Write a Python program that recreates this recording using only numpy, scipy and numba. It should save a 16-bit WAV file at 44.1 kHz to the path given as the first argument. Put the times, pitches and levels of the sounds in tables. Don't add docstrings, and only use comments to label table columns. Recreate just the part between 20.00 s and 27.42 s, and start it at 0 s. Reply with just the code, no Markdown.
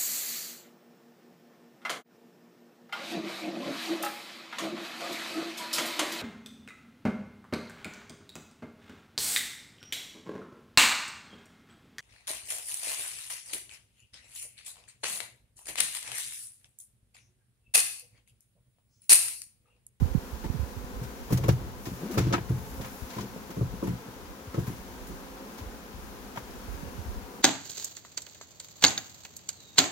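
import sys
import numpy as np
from scipy import signal
from scipy.fft import rfft, irfft, next_fast_len
from scipy.io import wavfile
from scipy.ndimage import uniform_filter1d
from numba import njit

SR = 44100
rng = np.random.default_rng(int(sys.argv[2]) if len(sys.argv) > 2 else 0)


def transcribe(u):
    v = np.clip(np.atleast_2d(u).T, -1, 1)
    q = np.round(v * 32767).astype(np.int16)
    wavfile.write(sys.argv[1], SR, q)


N = 327222
STEP = 16
PAD = next_fast_len(N, real=True)
HANDS_LAG = 8


def undb(db):
    return 10 ** (np.asarray(db) / 20)


def unit(x):
    return x / np.sqrt(np.mean(x ** 2))


def curve(table):
    s, *columns = np.transpose(table)
    return [np.interp(np.arange(N) / SR, s, column) for column in columns]


def over_hz(table):
    hz, value = np.transpose(table)
    bins = np.fft.rfftfreq(PAD, 1 / SR)
    return np.interp(np.log(bins + 1), np.log(hz), value)


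def band(x, lo_hz, hi_hz):
    edges = [lo_hz, min(hi_hz, .45 * SR)]
    return signal.sosfilt(signal.butter(2, edges, "band", fs=SR, output="sos"), x)


def colour(x, gain):
    return irfft(rfft(x, PAD) * gain, PAD)[..., :N]


def walk(rate):
    k = int(SR / STEP / rate) + 1
    levels = np.repeat(rng.standard_normal(N // STEP // k + 2), k)
    smooth = uniform_filter1d(uniform_filter1d(levels, k), k)
    return 1.3 * smooth[:N // STEP + 1]


def hold(x):
    return np.repeat(x, STEP)[:N]


def shares(pan_db):
    left = undb(pan_db) / (1 + undb(pan_db))
    return np.array([left, 1 - left])


# (frequency [Hz], likeness [0-1])
LIKENESS = [(60, 1), (300, 0.96), (700, 0.54), (1500, 0.2), (4000, 0.025), (15000, 0.075)]


def ports(near, lag):
    like = np.clip(over_hz(LIKENESS), 0, 1)
    mix = np.array([like, np.sqrt(1 - like ** 2)])
    right = colour(near, mix).sum(axis=0)
    return np.array([np.roll(near[0], lag), right])


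@njit
def add_bee(out, beat, hz, gain, side, lag):
    turn = 0.
    for i in range(max(0, -lag), N - max(0, lag)):
        turn += hz[i // STEP] / SR
        if turn >= 1:
            turn -= 1
        x = gain[i // STEP] * beat[int(turn * len(beat))]
        out[0, i] += x * side
        out[1, i + lag] += x / side


# (multiple of the wingbeat, level [dB])
WING_OVERTONES = [(1, 0), (2, -3), (3, -15.5), (4, -6.5), (5, -11.5), (6, -14), (7, -16), (8, -22.5),
                  (9, -19), (10, -17)]
# (mean wingbeat [Hz], spread [Hz], level before the swell [dB])
BEE_GROUPS = [(203.9, 11, -55.5), (233, 12, -59.5), (261.6, 9, -55.5), (178.2, 6, -62.5)]
# (time [s], gain [dB])
COLONY_SWELL = [(0.0, 1.5), (7.42, 0.5)]


def colony(count=10):
    out, turn = np.zeros((2, N)), np.arange(4096) / 4096
    for hz, spread_hz, db in BEE_GROUPS:
        places = np.linspace(-1.6, 1.6, count)
        chance = rng.standard_normal((count, 2 + len(WING_OVERTONES)))
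        for place, (lag, side, *phases) in zip(places, chance):
            beat = np.zeros(len(turn))
            for (multiple, overtone_db), phase in zip(WING_OVERTONES, phases):
                beat += undb(overtone_db) * np.sin(2 * np.pi * (multiple * turn + phase))
            rate = hz + spread_hz * place + 5.0 * walk(3) + 3.5 * walk(25)
            gain = undb(db + 5.0 * walk(4)) / np.sqrt(count)
            add_bee(out, beat, rate, gain, undb(2.77 * side), int(9 + 5 * lag))
    return out * undb(curve(COLONY_SWELL)[0])


# (frequency [Hz], relative level per Hz [dB])
AIR_COLOUR = [(60, -33), (100, -14), (156, -11), (300, -8), (460, -11.5), (730, -15), (1190, -14),
              (1600, -14.5), (2000, -30), (4000, -30), (16000, -23.5)]
AIR_DB = -46.5


def air():
    noise = colour(rng.standard_normal((2, N)), undb(over_hz(AIR_COLOUR)))
    flicker_db = .7 * hold(walk(10))
    return ports(unit(noise) * undb(AIR_DB + flicker_db), -8)


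# (time [s], level [dB], left minus right [dB])
BREEZE_RUMBLE = [(0.0, -24.5, -28), (0.18, -27.5, -22), (0.28, -39.5, -2), (0.6, -27, -28),
                 (0.75, -47, -10), (1.1, -43, 1), (1.5, -45.5, 0), (2.0, -40.5, -1), (2.3, -36, 7),
                 (2.8, -40, 2), (3.3, -43, -4), (3.72, -42.5, 6), (4.2, -52, 3), (4.9, -44, 3),
                 (5.5, -48, -10), (6.2, -50.5, -2), (6.85, -39.5, -16), (7.1, -44, 8), (7.42, -52.5, -6)]
# (time [s], peak level shared by the ports [dB], pace [Hz], left minus right [dB], length [cycles])
LOUD_POPS = [(0.019, -12.5, 121, -40, 1.56), (0.057, -13.5, 74.5, -29, 0.47), (0.149, -10.5, 142, -38, 1.5),
             (0.176, -15, 68.5, -27, 0.44), (0.23, -36, 56.5, -2, 1.1), (0.329, -22, 51.7, -15, 0.83),
             (0.458, -21, 61.9, -25, 0.6), (0.5, -12, 63.7, -32, 0.36), (0.539, -23, 121, -21, 3.4),
             (0.592, -18, 67, -28, 1.8), (0.631, -17, 57, -14, 0.8), (0.763, -26.5, 74.4, -27, 2.05),
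             (0.839, -24.5, 57, -15, 0.41), (1.039, -30, 72, 3, 2.2), (2.778, -27, 51.7, -8, 1.1),
             (3.02, -24, 60.7, 16, 0.99), (4.47, -30, 78.1, 3, 2.1), (5.129, -38, 199, 3.5, 2),
             (5.612, -28.5, 64, 5, 1.7), (5.659, -27, 51.1, -6, 1.2), (5.937, -33, 59.2, 11, 2.2),
             (5.977, -34, 51, -7, 1.5), (6.418, -35, 53.5, 1, 1.4), (6.68, -29.5, 60, -16, 1.4),
             (6.828, -29.5, 150, -23, 1.6), (6.977, -28.5, 84, -25, 2.9), (7.052, -28.5, 63, 14, 1.8),
             (7.079, -24, 56.8, -12, 1.7)]
GUST_DB, GUST_PER_S, VEER_DB, VEER_PER_S = 5.5, 9, 3, 8
FAINT_POP_DB, FAINT_POP_HZ, FAINT_POP_CYCLES = 7, 57.5, 1.66


def breeze(count=16):
    db, pan_db = curve(BREEZE_RUMBLE)
    rumble = np.array([unit(band(band(rng.standard_normal(N), 33.0, 67.6), 28, 153)) for _ in range(2)])
    gust_db = db + GUST_DB * hold(walk(GUST_PER_S))
    side_db = pan_db + VEER_DB * hold(walk(VEER_PER_S))
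    out = np.sqrt(shares(2 * side_db)) * undb(gust_db) * rumble

    when, pitch = rng.random((count, 2)).T
    at = (when * N).astype(int)
    faint_hz = FAINT_POP_HZ * 2 ** (pitch - .5)
    faint_pops = zip(at / SR, db[at] + FAINT_POP_DB, faint_hz, side_db[at], [FAINT_POP_CYCLES] * count)
    for s, peak_db, hz, pop_pan_db, cycles in [*LOUD_POPS, *faint_pops]:
        t = np.arange(int(6 * cycles / hz * SR)) / SR
        swing = t * hz / cycles
        kick = -3.1 * swing * np.exp(-2.2 * swing)
        pop = kick * np.sin(2 * np.pi * 1.81 * hz * t / (1 + 0.43 * swing))
        i = int(s * SR)
        out[:, i:i + len(t)] += 2 * undb(peak_db) * shares(pop_pan_db)[:, None] * pop[:N - i]
    return out


# (time [s], level [dB], level of the treble above 9 kHz [dB])
RUSTLE_LEVELS = [(0.0, -53.5, -63), (0.47, -52.5, -60), (0.91, -54, -61), (1.4, -51.5, -59),
                 (1.63, -53.5, -82), (1.84, -55, -52.5), (2.27, -45.5, -58.5), (2.4, -52.5, -65),
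                 (2.6, -52.5, -54), (2.85, -52, -51.5), (3.05, -52, -53.5), (3.15, -49.5, -57),
                 (3.29, -53.5, -61), (3.8, -53, -63), (4.38, -54.5, -73), (4.69, -52.5, -57),
                 (5.48, -53.5, -69), (6.1, -53.5, -66), (6.86, -52, -58.5), (7.42, -54.5, -66)]
RUSTLE_BODY_DB = 3


def rustle():
    db, sizzle_db = curve(RUSTLE_LEVELS)
    return undb(np.array([db + RUSTLE_BODY_DB, db, db, sizzle_db]))


# (time [s], grit level [dB], body level [dB], sizzle level [dB],
# edge ring [Hz], ring above the body level [dB], time for the burst to fall 60 dB [s])
SCUFF_BURSTS = [(0.4386, -48, -39, -60, 885, 9, 0.11), (1.0294, -52, -46, -52, 890, -6, 0.14),
                (1.302, -47, -44, -47, 964, 9, 0.16), (1.322, -35, -31, -32.5, 1200, -13, 0.11),
                (1.3727, -32, -34, -34.5, 807, -6, 0.047), (1.4361, -41, -28.5, -46, 740, -5, 0.088),
                (1.481, -35, -33, -29.5, 1050, -6, 0.06), (1.4875, -27.5, -22.5, -48, 733, 0, 0.082),
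                (1.5194, -59, -51, -43, 980, -4, 0.077), (1.8533, -38, -36.5, -50, 1000, -4, 0.14),
                (2.1094, -46, -45, -46, 780, -4, .14), (2.1395, -57, -39, -46, 1220, 7, 0.099),
                (2.1762, -25.5, -22, -34.5, 1310, 2, 0.11), (2.2094, -46, -42, -62, 985, -4, 0.062),
                (2.325, -21, -18, -53, 710, -9, 0.037), (2.331, -20.5, -28, -41, 1360, 16, 0.038),
                (2.338, -30, -16.5, -50, 1292, 7, 0.098), (2.379, -54, -24, -64, 990, -1, 0.039),
                (2.4934, -57, -45, -48, 1420, 0, 0.075), (2.8094, -43, -39, -62, 760, -7, 0.13),
                (2.8447, -50, -36, -61, 1050, -8, 0.13), (3.0999, -46, -50, -62, 1560, -4, 0.16),
                (3.1314, -58, -50, -60, 1020, 9, 0.38), (3.165, -55, -47, -56, 1040, -1, 0.074),
                (3.1833, -41, -39, -54, 1020, 13, 0.1), (3.2064, -39, -44, -50, 3400, 6, 0.088),
                (3.503, -44, -39, -49, 1680, -1, 0.083), (3.8344, -52, -49, -50, 970, 13, 0.14),
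                (3.8704, -48, -36, -47, 900, -2, .1), (4.2547, -57, -44, -64, 1500, -4, 0.05),
                (4.541, -45, -38, -55, 1290, 8, 0.11), (4.5894, -56, -45, -51, 730, -4, 0.1),
                (4.6664, -52, -40.5, -48, 1030, 2, .15), (5.068, -64, -55, -48, 990, 3, 0.12),
                (5.58, -46, -45, -52, 872, -6, 0.12), (6.3582, -49, -35.5, -54, 690, 7, .084),
                (6.3724, -43, -25.5, -50, 906, 4.5, 0.053), (6.3814, -51, -51, -55, 1190, 0, 0.058)]
SCUFF_RISE_S, RASP_DB = 0.0025, -5
CRACKLE_DB, CRACKLE_PER_S = 1, 390


def scuffs():
    t = np.arange(SR // 4) / SR
    shape, ring = np.zeros((4, N + SR)), np.zeros(N + SR)
    for s, grit_db, body_db, sizzle_db, hz, ring_db, t60 in SCUFF_BURSTS:
        rasp_db = (grit_db + body_db) / 2 + RASP_DB
        burst = (1 - np.exp(-t / SCUFF_RISE_S)) * np.exp(-np.log(1000) * t / max(t60, .01))
        i = int(s * SR)
        shape[:, i:i + len(t)] += undb([[body_db], [rasp_db], [grit_db], [sizzle_db]]) * burst
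        ring[i:i + len(t)] += undb(body_db + ring_db) * burst ** 2 * np.sin(2 * np.pi * hz * t)

    crackle = undb(CRACKLE_DB * hold(walk(CRACKLE_PER_S)))
    shape = shape[:, :N] * crackle + rustle()
    grain = rng.standard_normal((2, N)) * undb(0.53 * hold(walk(300)))
    ring = ring[:N] * undb(1.5 * hold(walk(250)))
    # (lowest [Hz], highest [Hz], share [dB])
    bands = [(610, 1840, -5), (1880, 3870, -5.0), (3910, 6900, -5.5), (9250, 20500, 4.0)]
    noise = np.zeros((2, N))
    for k, (lo, hi, db) in enumerate(bands):
        noise += (-1) ** k * shape[k] * undb(db) * unit(band(grain, lo, hi))
    return ports(noise, HANDS_LAG) + np.array([np.roll(ring, HANDS_LAG), ring])


# (frequency [Hz], relative level [dB], time to fall 60 dB at ring share 1 [s])
BOX_MODES = [(59.2, 9.5, 0.14), (89.2, 4.5, 0.28), (113, 3, 0.19), (125.4, 2, 0.32), (142.7, -2, 0.21),
             (171, 3, 0.23), (181, 10.5, 0.18), (214.7, 8.5, 0.083), (283.2, 2, 0.13), (313.5, -3, 0.092),
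             (344, -1, 0.18), (424.6, -1.5, 0.12), (467, -6.5, 0.11), (545, 5.5, 0.049), (670, -7, 0.12),
             (752, -21.5, 0.23), (950, -38, 0.1), (1086, 12.5, 0.028), (1168, -1.5, 0.092),
             (1294, 0, 0.078), (1450, -6, 0.033)]
# (time [s], low modes [dB], upper modes [dB],
# favoured upper mode [Hz], contact time for a 124 Hz mode [s], ring share [times])
BOX_THUDS = [(0.441, -50, -36, 315, 0.004, 0.96), (1.012, -29.5, -40, 260, 0.0062, .61),
             (1.299, -17, -21, 425, 0.028, 1.03), (1.321, -18, -23, 303, 0.0059, 0.8),
             (1.377, -30, -35.5, 487, 0.02, 2.3), (1.438, -30, -32, 444, .0086, 2.3),
             (1.482, -9.5, -14, 567, 0.01, 0.74), (1.61, -38.5, -44, 318, 0.0047, 2),
             (1.864, -31.5, -29.5, 344, 0.013, 0.71), (1.912, -34.5, -38, 200, .0096, 0.78),
             (2.171, -17.5, -19.5, 413, .01, 1.04), (2.2, -21, -23.5, 353, 0.0084, 0.53),
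             (2.234, -21, -34, 326, 0.019, 1.33), (2.266, -38, -23.5, 246, .0059, .61),
             (2.299, -45, -24, 430, 0.031, 1.74), (2.334, -24, -19, 430, 0.0042, 0.62),
             (2.379, -37, -27, 425, 0.0036, 0.4), (2.405, -30, -48, 353, 0.0068, 0.51),
             (2.494, -13, -25, 350, 0.017, 0.68), (2.539, -42, -46, 220, 0.025, 2.8),
             (2.796, -37, -38, 468, 0.0061, 1.03), (3.163, -38.5, -36.5, 402, .0062, 1.3),
             (3.181, -35, -36, 1020, 0.0085, 1.1), (3.361, -54, -33, 464, 0.0039, 0.4),
             (3.492, -51, -35, 363, .0079, .6), (3.564, -35, -35, 318, 0.0085, 2.4),
             (3.608, -11, -20, 436, .013, 0.49), (3.73, -54, -41.5, 220, .008, .71),
             (3.824, -41.5, -29.5, 350, 0.0049, 1.9), (3.876, -24, -27.5, 217, 0.0087, 0.67),
             (3.894, -31, -33, 190, 0.01, 0.73), (3.924, -32.5, -36, 190, 0.0053, .48),
             (4.077, -40, -38, 444, 0.008, 0.61), (4.541, -41, -35.5, 387, 0.0074, 2.1),
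             (4.576, -17.5, -21.5, 427, 0.0094, 0.59), (4.677, -26.5, -37, 250, 0.005, 0.57),
             (4.697, -37, -29, 280, 0.0097, 0.43), (5.092, -42, -31, 346, 0.013, .52),
             (6.371, -39.5, -33, 912, 0.0059, .54)]
DEEP_DB, FAR_DB_PER_OCT = -10, -9


def thuds():
    out = np.zeros((2, N + SR))
    hz, db, t60 = np.transpose(BOX_MODES)[:, :, None]
    group = np.digitize(hz, [95, 150])
    chance = rng.random((len(BOX_THUDS), 2, len(BOX_MODES), 1))
    for (s, low_db, high_db, near_hz, contact, ring), (turn, skew) in zip(BOX_THUDS, chance):
        t = np.arange(int(SR / 4 * np.clip(ring, .2, 1))) / SR
        far_db = FAR_DB_PER_OCT * np.abs(np.log2(hz / near_hz))
        blow_db = np.choose(group, [low_db + DEEP_DB, low_db, high_db + far_db])
        swell = 1 - np.exp(-(t * (hz / 124) ** 0.45 / max(contact, .001)) ** 2)
        angle = 2 * np.pi * (hz * t + turn * (group > 1))
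        decay = np.log(1000) * t / (t60 * max(ring, .1))
        modes = undb(blow_db + db) * swell * np.exp(1j * angle - decay)
        early = undb(-0.7) * np.exp(2j * np.pi * hz * HANDS_LAG * 4.16 * skew / SR)
        both_ports = np.hstack([np.ones_like(early), early]).T
        i = int(s * SR)
        out[:, i:i + len(t)] += (both_ports @ modes).imag
    return out[:, :N]


# (time [s], resonance [Hz], level [dB])
DRAG_PATHS = [
    [(2.0, 165.8, -49), (2.035, 173, -36.5), (2.053, 185, -36), (2.065, 198, -28.5), (2.09, 264, -32.5),
     (2.115, 322, -33), (2.135, 196, -36), (2.17, 229, -28.5)],
    [(3.13, 219, -56), (3.154, 255.4, -50), (3.194, 190, -43), (3.248, 209, -37.5), (3.27, 196, -50)],
]


def drags():
    out, s = np.zeros(N), np.arange(N) / SR
    scrape = unit(band(rng.standard_normal(N), 240, 480))
    for path in DRAG_PATHS:
        hz, db = curve(path)
        start, end = path[0][0], path[-1][0]
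        gate = np.clip(np.minimum(s - start, end - s) / 0.0048, 0, 1)
        angle = 2 * np.pi * np.cumsum(hz * (1 + 0.13 * hold(walk(70)))) / SR
        gain = gate * undb(db + 3.4 * hold(walk(45)))
        out += gain * (np.sqrt(2) * np.sin(angle) + 0.57 * scrape)
    return np.array([out, undb(-3.0) * out])


# (frequency [Hz], left minus right [dB])
TILT = [(60, -1.5), (110, -2.0), (200, 1.5), (380, 2.3), (700, 1.3), (1290, 3.0), (2380, 2.7), (4400, 4.0),
        (8120, 4.5), (15000, 4.6)]


def scene():
    tilt = undb(np.array([.5, -.5])[:, None] * over_hz(TILT))
    airborne = colour(colony() + air() + scuffs(), tilt)
    return airborne + breeze() + thuds() + drags()


# (frequency [Hz], gain [dB])
HOUSING_COLOUR = [(400, 0.5), (530, 1), (610, -2), (720, 2), (810, -2), (920, 2), (1100, -2.5),
                  (4500, -2.5), (6500, -1.5), (7200, -1.5), (8200, -6.5), (9500, -4), (11000, -4.5)]
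TOP_HZ = 15850


def record(dry):
    dry = colour(dry, undb(over_hz(HOUSING_COLOUR)))
    dry = signal.sosfilt(signal.butter(1, 42, "high", fs=SR, output="sos"), dry)
    return signal.sosfilt(signal.ellip(10, .2, 80, TOP_HZ, fs=SR, output="sos"), dry)


dry = scene()
out = record(dry)
transcribe(out)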